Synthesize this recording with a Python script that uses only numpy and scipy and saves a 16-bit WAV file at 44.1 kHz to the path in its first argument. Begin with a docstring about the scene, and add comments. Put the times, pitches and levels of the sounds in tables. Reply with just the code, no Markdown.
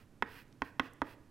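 """In a lecture room, chalk writes a few short strokes on a blackboard.
The chalk lands with a hard tap that knocks the board and makes it ring. Then the stick drags over it,
shedding tiny grains that sound gritty, and lifts off. Light ticks fall between the strokes.
The room rings on over a low ventilation rumble. One microphone hears it all, placed right of centre."""
import sys
import numpy as np
from scipy import signal
from scipy.fft import rfft, irfft, next_fast_len
from scipy.io import wavfile

SR = 44100
rng = np.random.default_rng(int(sys.argv[2]) if len(sys.argv) > 2 else 0)


def materialize(psi):
    """Save the field psi as 16-bit PCM at rate SR to the path in sys.argv[1].

    A 1-D psi becomes a single channel; in a 2-D psi each row is a channel.
    """
    bounded = np.clip(np.atleast_2d(psi).T, -1, 1)
    quanta = np.round(bounded * 32767).astype(np.int16)
    wavfile.write(sys.argv[1], SR, quanta)


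N = 57330
T = np.arange(N) / SR


def chalk_taps():
    """The chalk lands and bounces, so the board knocks, rings and bends. Returns knocks and rings."""
    # One row per landing: t/s, level/dB, contact cut-off/Hz, knock f/Hz, knock width/Hz, ring/dB,
    # crack/dB, bounce delay/s, bounce/dB, thud/dB, thud f/Hz, boom/dB
    landings = [(0.2237, -10, 1960, 1150, 970, -9.5, -33, 0.0013, -9.5, -38.5, 231.6, -64),
                (0.6197, -14, 1910, 1080, 860, -10.5, -35, .00121, -3, -35.5, 272, -43.5),
                (0.7964, -10, 3220, 1070, 750, -10, -28.5, 0.003592, -6, -32.5, 258, -45),
                (1.0181, -9, 1185, 950, 1000, -14.5, -38.5, 0.0036, -16, -33.5, 276.4, -42)]
    knocks, rings = np.zeros(N), np.zeros(N)
    notes = board_ring()
    for (start, db, contact_hz, knock_hz, width_hz, ring_db,
         crack_db, bounce_s, bounce_db, thud_db, thud_hz, boom_db) in landings:
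        knock = board_knock(knock_hz, width_hz)
        bounce = from_db(bounce_db) * at(bounce_s, knock)
        blow = knock + bounce + at(0.002083, frame_rattle())
        crack = from_db(crack_db) * tip_crack()
        knocks += at(start, from_db(db) * low_pass(blow, contact_hz) + crack)
        ring = from_db(db + ring_db) * low_pass(notes, contact_hz)
        thud = from_db(thud_db) * board_bend(thud_hz, rise_s=0.0044)
        boom = from_db(boom_db) * board_bend(hz=67, rise_s=0.0047)
        rings += at(start, ring + thud + boom)
    return knocks, rings


def board_knock(hz, width_hz):
    """The tip gives the board one sharp push."""
    push = from_db(20) * (T == 0)
    return resonance(resonance(push, hz, width_hz), hz, 2 * width_hz)


def board_ring():
    """The struck board rings with several notes at once; the higher ones die sooner."""
    # The board's own notes: f/Hz, level/dB
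    notes = [(400, -12.5), (915, -10.5), (1088, -14), (1170, -44), (1490, -9.5), (1575, -11), (1950, -10),
             (2110, -7), (2600, -9), (3230, -9), (4020, -17), (5287, -18)]
    t60, damping_hz = 0.034, 5000
    return sum((-1) ** k * from_db(db) * np.sin(2 * np.pi * hz * T) * fade(t60 / (1 + hz / damping_hz))
               for k, (hz, db) in enumerate(notes))


def board_bend(hz, rise_s):
    """The whole board bends slowly: a low note that swells and dies within a few swings."""
    swell = T / rise_s * np.exp(np.maximum(1 - T / rise_s, -60))
    return swell * np.sin(2 * np.pi * hz * T)


def frame_rattle():
    """The frame scatters the waves in the board into a short rattle."""
    # Tone of the rattle: f/Hz, level/dB
    tone = [(150, -7), (300, 2), (600, -3.5), (1000, 0), (1800, 3.5), (3000, -21.5), (4500, -20.5),
            (8000, -21), (16000, -39)]
    burst = rng.standard_normal(N) * fade(t60=0.033)
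    return from_db(1) * unit_energy(colour(burst, tone))


def tip_crack():
    """The tip cracks as it lands: a very short, bright noise."""
    # Tone of the crack: f/Hz, level/dB
    tone = [(1000, -7.5), (3400, 14.5), (4400, 1.5), (6400, -2.5), (7800, -13.5), (9500, -13.5),
            (11500, -15), (13500, -15), (16000, -13.5)]
    return rms_one(colour(rng.standard_normal(N), tone)) * fade(t60=0.0074)


def chalk_strokes():
    """As the chalk drags, its grains shake the board, make the stick rasp and hiss at the tip."""
    # One row per stroke: t/s, length/s, level/dB, point of hardest pressure (0 to 1), dust hiss/dB
    strokes = [(-0.06, 0.11, -66, 0.24, -73), (0.247, .196, -59, 0.63, -65),
               (0.622, .095, -64.5, 0.36, -72), (0.802, 0.09, -60, 0.62, -79),
               (1.034, 0.12, -62, 0.63, -68.5)]
    # Notes of the dragged stick: f/Hz, width/Hz, level/dB
    stick_notes = [(1902, 67, 4), (2500, 160, -1), (3280, 107, -2.5), (4000, 220, -13)]
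    # Tone of the scraped board: f/Hz, level/dB
    scrape_tone = [(200, -8), (600, -9), (1200, 2), (1900, 3), (2250, -2.5), (2700, 2), (3500, -10.5),
                   (5000, -9), (7500, -24), (16000, -19.5)]
    # Tone of the dust hiss: f/Hz, level/dB
    dust_tone = [(3000, -12), (5000, -8), (8000, 1.5), (11000, 0.5), (13000, 5.5), (15000, -5), (16000, 6)]
    drag_gain, dust_gain = np.zeros(N), np.zeros(N)
    for start, length, db, hardest, dust_db in strokes:
        progress = (T - start) / length
        # Powers below 1 round the arch. The hiss begins later, once the stick is sliding.
        drag_gain += from_db(db) * pressure_arch(progress, 0, hardest) ** 0.85
        dust_gain += from_db(dust_db) * pressure_arch(progress, 0.13, hardest) ** 0.74
    grains = chalk_grains()
    rasp = rms_one(sum(from_db(db) * resonance(grains, hz, width) for hz, width, db in stick_notes))
    scrape = rms_one(colour(chalk_grains(), scrape_tone))
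    hiss = rms_one(colour(grains, dust_tone))
    return drag_gain * (scrape + from_db(-6) * rasp) + dust_gain * hiss


def pressure_arch(progress, start, top):
    """Pressure rises from start to top, then falls to the end; 0 to 1 spans the stroke."""
    return np.sin(np.pi / 2 * np.interp(progress, [start, top, 1], [0, 1, 0]))


def chalk_grains(per_second=7400, spread_db=3.5):
    """Grains break off at random, each a tiny click of its own size."""
    sizes = from_db(spread_db * np.minimum(rng.exponential(1, N), 4))
    signs = rng.choice([-1, 1], N)
    return sizes * signs * (rng.random(N) < per_second / SR)


def chalk_ticks():
    """The tip crackles lightly between strokes."""
    # One row per tick: t/s, level before filtering/dB, centre f/Hz
    ticks = [(0.48, -60.5, 4900), (0.5263, -47.5, 3730), (0.9347, -49, 9500)]
    sound = np.zeros(N)
    for start, db, hz in ticks:
        burst = from_db(db) * rng.standard_normal(N) * fade(t60=0.0086)
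        width_hz = 0.78 * hz
        sound += at(start, resonance(resonance(burst, hz, width_hz), hz, width_hz))
    return sound


def room_echo(x):
    """The room smears the sound into a smooth tail; the treble lasts a little longer than the bass."""
    # Tone of the room: f/Hz, gain/dB
    tone = [(60, 14), (270, 7), (420, 6.5), (700, -1.5), (1000, -4), (1400, -6.5), (1900, -1.5), (3000, -5),
            (6000, -12.5), (16000, -10)]
    noise = rng.standard_normal(N)
    lows = low_pass(noise, hz=2350)
    highs = noise - lows
    build_up = 1 - np.exp(-T / 0.0035)
    tail = unit_energy((lows * fade(t60=0.46) + highs * fade(t60=0.6)) * build_up)
    return from_db(-9.5) * signal.fftconvolve(x, colour(tail, tone))[:N]


def ventilation():
    """The ventilation rumbles steadily, with a faint microphone hiss on top."""
    # Tone of the rumble and hiss: f/Hz, level/dB
    tone = [(15, -3.5), (30, -0.5), (48, -22.5), (80, -3), (100, -4), (120, 0), (155, -9), (280, -6.5),
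            (400, -14.5), (700, -22.5), (1500, -28), (3000, -35.5), (6000, -39), (13000, -43), (16000, -54)]
    return from_db(-61.5) * rms_one(colour(rng.standard_normal(N), tone))


def from_db(db):
    """Turn decibels into a number to multiply by."""
    return 10 ** (np.asarray(db) / 20)


def rms_one(x):
    """Scale a sound so its average strength (rms) is 1."""
    return x / np.sqrt(np.mean(x ** 2) + 1e-20)


def unit_energy(x):
    """Scale a sound so its squared samples add up to 1."""
    return rms_one(x) / np.sqrt(N)


def at(s, x):
    """Start a sound s seconds in."""
    return np.concatenate([np.zeros(max(int(s * SR), 0)), x])[:N]


def fade(t60):
    """Die away by 60 dB every t60 seconds."""
    return from_db(-np.minimum(60 * T / t60, 300))


def colour(x, points):
    """Shape a sound's tone along a curve of (f/Hz, gain/dB) points."""
    size = 2 * next_fast_len(N)
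    hz, db = np.transpose(points)
    bins = np.maximum(np.arange(size // 2 + 1) * SR / size, 1)
    gains = from_db(np.interp(np.log(bins), np.log(hz), db))
    cepstrum = irfft(np.log(gains))
    # Fold it in half so the filter never sounds before its input.
    cepstrum[1:size // 2] *= 2
    cepstrum[size // 2 + 1:] = 0
    return irfft(rfft(x, size) * np.exp(rfft(cepstrum)))[:N]


def resonance(x, hz, width_hz):
    """Let through a band of pitches around hz."""
    r = np.exp(-np.pi * width_hz / SR)
    feedback = [1, -2 * r * np.cos(2 * np.pi * hz / SR), r * r]
    return signal.lfilter(np.array([1, 0, -1]) * (1 - r * r) / 2, feedback, x + 1e-18)


def low_pass(x, hz):
    """Soften everything above hz."""
    return signal.sosfilt(signal.butter(2, hz, fs=SR, output="sos"), x + 1e-18)


def scene():
    """Mix chalk, board, room and ventilation, louder on the right."""
    knocks, rings = chalk_taps()
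    chalk = knocks + chalk_strokes() + chalk_ticks()
    air = ventilation()
    echo = room_echo(chalk + from_db(-13) * rings)
    return (chalk + rings + echo + air) * from_db([[-3], [3]])  # left, right


def record(dry):
    """Cut off the very highest treble steeply."""
    cutoff_hz = 15800
    return signal.sosfilt(signal.ellip(10, .1, 70, cutoff_hz, fs=SR, output="sos"), dry)


dry = scene()
out = record(dry)
materialize(out)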